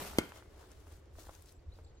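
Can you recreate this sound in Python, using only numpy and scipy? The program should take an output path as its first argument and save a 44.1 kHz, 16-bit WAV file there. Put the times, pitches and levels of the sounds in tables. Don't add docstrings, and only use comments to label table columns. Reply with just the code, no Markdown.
import sys
import numpy as np
from scipy import signal
from scipy.fft import rfft, irfft, next_fast_len
from scipy.io import wavfile
from scipy.ndimage import uniform_filter1d, map_coordinates

SR = 44100
rng = np.random.default_rng(int(sys.argv[2]) if len(sys.argv) > 2 else 0)


def unload_wav(signal):
    wavfile.write(
        sys.argv[1],
        SR,
        np.round(np.clip(np.atleast_2d(signal).T, -1, 1) * 32767).astype(np.int16),
    )


def nominal_scale(level):
    x = np.asarray(level, float) / 20
    return 10 ** x


N = 88200
TIME_S = np.arange(N) / SR
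SIDE = np.array([[.5], [-.5]])


def unit(x):
    return x / np.sqrt(np.mean(x ** 2) + 1e-20)


def along(points, hz):
    f, v = np.transpose(points)
    return np.interp(np.log(hz + 1), np.log(f + 1), v)


def wobble(rate):
    knots = rng.standard_normal(int(N * rate / SR) + 4)
    return map_coordinates(knots, [TIME_S * rate])


def filtered(x, response):
    m = next_fast_len(N + SR // 2)
    return irfft(rfft(x, m) * response(np.fft.rfftfreq(m, 1 / SR)), m)[..., :N]


def body(peaks):
    def response(f):
        total = 0
        for k, (hz, width, db) in enumerate(peaks):
            total = total + (-1) ** k * nominal_scale(db) * 1j * f * width / (hz * hz - f * f + 1j * f * width)
        return total
    return response


def placed(x, lag_s, pan_db):
    def ears(f):
        delay = np.exp(2j * np.pi * f * lag_s * SIDE)
        treble = f * f / (f * f + 3500 ** 2)
        return delay * nominal_scale(pan_db * SIDE * treble * 1.3)
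    return filtered(x, ears)


# (frequency [Hz], likeness [0 to 1])
LIKENESS = [(100, 0.98), (500, 0.56), (1200, 0.37), (2500, 0.31), (10000, 0.042)]


def rush(spectrum, patchy_db):
    z = signal.stft(rng.standard_normal((2, N)), nperseg=256)[2]
    field = uniform_filter1d(rng.standard_normal(z.shape[1:]), size=6, axis=0)
    field = uniform_filter1d(field, size=10, axis=1)
    pair = signal.istft(z * nominal_scale(patchy_db * unit(field)), nperseg=256)[1][:, :N]

    def mid_and_side(hz):
        turn = np.arccos(np.clip(along(LIKENESS, hz), -1, 1)) / 2
        return nominal_scale(along(spectrum, hz)) * [np.cos(turn), np.sin(turn)]
    mid, side = filtered(pair, mid_and_side)
    return unit(np.array([mid + side, mid - side]))


# (time [s], strength [dB])
GUSTS = [(0.0, -55), (.1, -57), (.26, -60), (.4, -59), (.57, -58), (.66, -61), (.77, -55), (.85, -59.5),
         (.94, -57), (1.05, -58), (1.25, -56), (1.38, -57), (1.54, -62), (1.69, -52), (1.8, -58),
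         (1.89, -54), (2.0, -56)]
# (frequency [Hz], level per Hz [dB])
RUMBLE_COLOUR = [(11, -52.5), (18, -6), (38, -0.5), (81, 4), (98, -3.5), (125, -15.5), (151, -19),
                 (200, -22), (260, -52), (440, -120)]
# (frequency [Hz], level per Hz [dB])
LEAF_COLOUR = [(76, -14), (130, 0.5), (159, -14), (356, -0.5), (935, -15.5), (1430, -19), (3910, -27),
               (6470, -30.5), (16000, -63.5)]
LEAVES_DB = -65


def wind():
    s, strength_db = np.transpose(GUSTS)
    rumble = unit(nominal_scale(.7 * wobble(11.0)) * rush(RUMBLE_COLOUR, patchy_db=1))
    rumble *= nominal_scale(np.interp(TIME_S, s, strength_db) + 1.5)
    leaves = nominal_scale(LEAVES_DB + 1.5 * wobble(5.63)) * rush(LEAF_COLOUR, patchy_db=1.04)
    return rumble + leaves


CRACKLE_PER_S, CRACKLE_DB, CRACKLE_HZ = 300, -0.5, 5000


def cloth(sharp, dull, spectrum, grain_db, pan_db):
    noise = rush(spectrum, patchy_db=-1.0)
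    low = filtered(noise, lambda f: 1 / (1 + (f / 3000) ** 2))
    chance, sign, size = rng.random((3, N))
    sparks = (chance < CRACKLE_PER_S / SR) * np.sign(sign - .5) * nominal_scale(CRACKLE_DB - 4 * np.log(size + .05))
    crackle = filtered(sparks, body([(CRACKLE_HZ, CRACKLE_HZ, 0)]))
    crackle = placed(crackle, lag_s=.00004, pan_db=3.0)
    mix = (noise - low + crackle) * sharp + low * dull
    return mix * nominal_scale(grain_db * wobble(200) + .6 * wobble(40) + pan_db * SIDE)


# (time [s], level [dB], brightness [dB])
ARM_SWISH = [
    (0, -41.5, 2),
    (.03, -43.5, 1.5),
    (.075, -45.5, 2.5),
    (.12, -50.5, 1),
    (.17, -54.5, -0.5),
    (0.302, -59, 0.5),
]
# (frequency [Hz], level per Hz [dB])
SLEEVE_COLOUR = [(76, -44.5), (130, 1.5), (356, -4), (418, 5), (491, -9.5), (577, -2), (6870, -15),
                 (14800, -15.5), (16000, -41.5)]


def swish():
    s, level_db, bright_db = np.transpose(ARM_SWISH)
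    level = nominal_scale(np.interp(TIME_S, [*s, s[-1] + .2], [*level_db, -110]))
    dull = level * nominal_scale(-np.interp(TIME_S, s, bright_db))
    return cloth(level, dull, SLEEVE_COLOUR, grain_db=1.5, pan_db=0.9)


# (time [s], peak level [dB], pitch [Hz])
FOLDS = [(.0135, -41.5, 800), (.0185, -39, 900), (.022, -35.5, 450), (.037, -42, 700), (.055, -39, 550),
         (.072, -40, 900), (.134, -40, 750), (.157, -46, 680), (0.321, -36.5, 1260), (0.362, -46.5, 790),
         (.425, -43.5, 1400), (.46, -54, 1100), (.629, -46.5, 1290), (.641, -49, 900), (.87, -46, 900),
         (.919, -54, 900), (1.155, -51, 1200), (1.243, -51.5, 1000), (1.313, -54, 1100), (1.185, -47, 700),
         (1.188, -45.5, 500), (1.2705, -48, 700), (1.2876, -45, 800), (1.2936, -37, 760),
         (1.2993, -52, 900), (1.335, -54, 900), (1.7885, -46, 750), (1.795, -52, 450)]
PUFF_DB, PUFF_S = -14, 0.011
SWING = 1.7


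def pops():
    pulses, puff_level = 0, 0
    for at, db, hz in FOLDS:
        phase2 = (np.pi * hz * (TIME_S - at)) ** 2
        pulses = pulses - nominal_scale(db) * (1 - SWING * phase2) * np.exp(-phase2)
        fading = nominal_scale(db + PUFF_DB - 20 * np.abs(TIME_S - at) / PUFF_S)
        puff_level = puff_level + (TIME_S > at) * fading
    air = unit(filtered(rng.standard_normal(N), lambda f: body([(800, 1100, 0)])(f) ** 2))
    return placed(pulses + air * puff_level, lag_s=-.0001, pan_db=1.1)


# (time [s], peak level [dB], pitch [Hz])
SEAM_SNAPS = [(0.135, -46, 7500), (.321, -47, 2200), (0.717, -46.5, 6460), (.802, -58, 10000),
              (.819, -61, 12650), (.967, -49.5, 12800), (1.057, -61, 5460), (1.192, -52, 4500),
              (1.197, -50, 7000), (1.214, -53, 5000), (1.233, -52, 5500), (1.264, -56, 13000),
              (1.27, -54, 13500), (1.2835, -50.5, 9000), (1.297, -57, 4000), (1.334, -54, 8500),
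              (1.351, -46.5, 6000), (1.362, -57, 6000), (1.423, -47.5, 11000), (1.458, -53.5, 6500),
              (1.461, -52, 9000), (1.471, -58, 4500), (1.476, -57, 6500), (1.482, -56, 5000),
              (1.487, -53, 5500), (1.492, -50, 4200), (1.4945, -56, 9000), (1.498, -59, 4000),
              (1.5075, -56, 4500), (1.513, -60, 5000), (1.524, -49, 8700)]


def snaps():
    total = 0
    for at, db, hz in SEAM_SNAPS:
        burst = unit(filtered(rng.standard_normal(N), body([(hz, 0.49 * hz, 0)])))
        fading = nominal_scale(db - 4.5 - 60 * np.abs(TIME_S - at) / 0.01)
        total = total + burst * (TIME_S > at) * fading
    return placed(total, lag_s=.00003, pan_db=3)


STRIKE_S = .18485
DRIVE_S, STOP_S = .00121, .00052
MOVING_S = DRIVE_S + STOP_S

# (centre [Hz], width [Hz], level [dB])
FIBRES = [(3000, 1500, 0), (4400, 1500, 0), (8000, 4000, -4), (14500, 4000, -20)]
TEAR_DB = -25
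LEAD_DB, LEAD_S = -20, .001
SPLINTER_DB, SPLINTER_T60_S = -9, .045


def tear(t):
    splinters = nominal_scale(SPLINTER_DB - 60 * np.abs(t) / SPLINTER_T60_S)
    level = np.select([t < 0, t < MOVING_S], [nominal_scale(LEAD_DB), 1], splinters)
    sound = filtered(rng.standard_normal(N) * (t > -LEAD_S) * level, body(FIBRES))
    return sound * nominal_scale(TEAR_DB) / np.sqrt(np.sum(sound ** 2) / (MOVING_S * SR))


SLIP_DB = -30
SLIP_FROM_HZ, SLIP_TO_HZ = 7600, 3610


def slip(t):
    rate_hz = np.interp(t, [0, MOVING_S], [SLIP_FROM_HZ, SLIP_TO_HZ])
    level = np.interp(t, [0, .0002, .0006, DRIVE_S, MOVING_S], [0, 1, 0.34, 1.7, 0.00045])
    return nominal_scale(SLIP_DB) * level * np.sin(2 * np.pi * np.cumsum(rate_hz) / SR)


# (centre [Hz], width [Hz], level [dB])
LOG_MODES = [(297, 215, 0), (534, 230, -7), (850, 65, -4)]
# (centre [Hz], width [Hz], level [dB])
RIM_MODES = [(1414, 50, 12.5)]
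THUD_DB = -11
SMALL_FACE_HZ = 105


def thud(t):
    force = np.interp(t, [0, DRIVE_S, MOVING_S], [0, 1, 0])

    def wood(f):
        shaking = sum(body([mode])(f) for mode in LOG_MODES) - body(RIM_MODES)(f)
        return shaking * (1j * f / (SMALL_FACE_HZ + 1j * f)) ** 2
    sound = filtered(-force, wood)
    return nominal_scale(THUD_DB) * sound / np.abs(sound).max()


# (pitch [Hz], width [Hz], peak level [dB])
END_GRAIN = [(90, 20, -33.5), (152, 60, -35), (2146, 70, -26.5), (3116, 160, -27), (4370, 190, -26.5)]


def knock(t):
    u = np.maximum(t - DRIVE_S, 0)
    total = 0
    for hz, width, db in END_GRAIN:
        total = total + nominal_scale(db) * np.exp(-np.pi * width * u) * np.sin(2 * np.pi * hz * u)
    return total


# (pitch [Hz], width [Hz], level [dB], time to fade 60 dB [s])
SHANK = [(2320, 260, -52, 0.35), (1506, 230, -43, 0.22), (900, 200, -52, 0.23)]


def quiver(t):
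    total = 0
    for hz, width, db, t60 in SHANK:
        tone = unit(filtered(rng.standard_normal(N), body([(hz, width, 0)])))
        total = total + nominal_scale(db - 60 * np.abs(t) / t60) * tone
    return total * (t > DRIVE_S)


REBOUND_S, REBOUND_DB, REBOUND_HZ = .0051, -35, 7700


def rebound(t):
    pulse = np.exp(-((t - REBOUND_S) / .0005) ** 2)
    return nominal_scale(REBOUND_DB) * pulse * 2 * np.sin(2 * np.pi * REBOUND_HZ * t)


def nail():
    t = TIME_S - STRIKE_S
    return tear(t) + slip(t) + thud(t) + knock(t) + quiver(t) + rebound(t)


# (frequency [Hz], time to fade 60 dB [s])
TRUNK_FADE = [(100, 0.26), (400, 0.26), (2000, 0.74), (8000, 0.248), (15000, .15)]


def trunks(x, share, delay_s):
    noise = rush([(50, 0), (16000, 0)], patchy_db=0)[:, :SR // 2]
    hz, t, z = signal.stft(noise, SR, nperseg=128)
    fading = nominal_scale(-60 * t / (share * along(TRUNK_FADE, hz)[:, None]))
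    tail = signal.istft(z * fading, SR, nperseg=128)[1]
    tail = tail / np.linalg.norm(tail[0])
    late = np.pad(x, (round(delay_s * SR), 0))
    return signal.fftconvolve(late[None], tail, axes=1)[:, :N]


NEAR_DB, NEAR_SHARE, FAR_DB = -16.5, 0.13, -19
BARK_HZ = 6000


def echo(hit):
    dull = filtered(hit, lambda f: 1 / (1 + 1j * f / BARK_HZ))
    near = nominal_scale(NEAR_DB) * trunks(dull, NEAR_SHARE, delay_s=.003)
    return near + nominal_scale(FAR_DB) * trunks(dull, 1, delay_s=0.015)


# (peak time [s], rise [s per 20 dB], fall [s per 20 dB], peak level [dB], brightness [dB])
JACKET_RUBS = [(.365, 0.07, 0.0871, -58.5, -7), (0.448, 0.042, 0.5, -79, -7), (.535, .05, 0.23, -76, -7.5),
               (0.611, 0.1, 0.2, -68, -6.5), (0.722, 0.035, 0.06, -69, -5.5), (0.808, 0.1, 0.04, -73, -6),
               (0.918, 0.12, 0.08, -63.5, -4), (0.958, 0.034, 0.2, -75, 22.5),
               (1.2, 0.063, 0.0945, -56.5, 3.5), (1.265, 0.082, 0.08, -65, -0.5),
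               (1.335, 0.08, 0.18, -66, -0.5), (1.351, 0.015, 0.01, -64, 1), (1.39, 0.091, 0.23, -69, 0.5),
               (1.49, 0.05, 0.07, -70, 4.5), (1.52, 0.08, 0.015, -70, 3), (1.758, 0.074, 0.2, -72.5, -2)]
# (frequency [Hz], level per Hz [dB])
NYLON_COLOUR = [(180, -28.5), (300, -5.5), (801, -9.5), (1410, -11), (1610, -13), (2360, -18),
                (3030, -15.5), (7320, -15.5), (16000, -22)]


def rubs():
    sharp, dull = 0, 0
    for at, rise, fall, db, bright_db in JACKET_RUBS:
        away = np.where(TIME_S < at, (at - TIME_S) / rise, (TIME_S - at) / fall)
        swell = nominal_scale(db - 20 * away)
        sharp = sharp + swell
        dull = dull + swell * nominal_scale(-bright_db)
    return cloth(sharp, dull, NYLON_COLOUR, grain_db=1.25, pan_db=3.5)


# (start [s], length [s], from pitch [Hz], to pitch [Hz], level [dB])
WHISTLES = [(1.54, .045, 7300, 7350, -77), (1.59, .012, 4200, 5000, -79), (1.698, .01, 4800, 3400, -81),
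            (1.713, .032, 3550, 4600, -74), (1.745, .014, 4600, 5000, -74), (1.752, .01, 4300, 3400, -78),
            (1.77, .012, 5000, 4800, -79), (1.846, .01, 4900, 3500, -75), (1.86, .028, 3300, 4900, -75),
            (1.89, .009, 3400, 4900, -74), (1.97, .018, 3600, 4800, -77), (1.83, .014, 8100, 7550, -80),
            (1.842, .016, 7550, 7350, -75), (1.857, .008, 7300, 6800, -79), (1.866, .014, 7450, 7450, -75),
            (1.883, .012, 7200, 7150, -78), (1.895, .02, 6900, 6300, -81), (1.945, .014, 7400, 7500, -81),
            (1.968, .032, 6450, 6450, -78)]
CHORUS_HZ, CHORUS_WIDE_HZ, CHORUS_DB = 7400, 700, -93


def birds():
    many = body([(CHORUS_HZ, CHORUS_WIDE_HZ, 0)])
    chorus = unit(filtered(rng.standard_normal((2, N)), lambda f: many(f) ** 2))
    chorus = nominal_scale(CHORUS_DB + 3 * wobble(10)) * chorus
    song = 0
    for s, length, from_hz, to_hz, db in WHISTLES:
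        u = np.clip((TIME_S - s) / length, 0, 1)
        pitch_hz = from_hz + (to_hz - from_hz) * u
        song = song + nominal_scale(db) * np.sin(np.pi * u) ** .5 * np.sin(2 * np.pi * np.cumsum(pitch_hz) / SR)
    song = song * nominal_scale(4 + 3 * wobble(150))
    return placed(song, lag_s=.00008, pan_db=1) + nominal_scale(-13) * trunks(song, .3, delay_s=.005) + chorus


def scene():
    jacket = swish() + pops() + snaps() + rubs()
    hit = nail()
    strike = placed(hit, lag_s=0.00017, pan_db=3.5)
    return wind() + jacket + strike + echo(hit) + birds()


def low_pass(x):
    return signal.sosfilt(signal.butter(12, 16660, fs=SR, output="sos"), x)


TOP_HZ, BURST_TOP_HZ = 15850, 16660
BURST_TOP_DB, LOUD_DB = -6, -31


def record(dry):
    low = filtered(dry, lambda f: f < TOP_HZ)
    top = filtered(dry - low, lambda f: nominal_scale(BURST_TOP_DB) * (f < BURST_TOP_HZ))
    burst = uniform_filter1d(np.abs(dry).mean(axis=0), size=256) > nominal_scale(LOUD_DB)
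    opening = uniform_filter1d(burst * 1., size=256)
    return low_pass(low + top * opening)


dry = scene()
out = record(dry)
unload_wav(out)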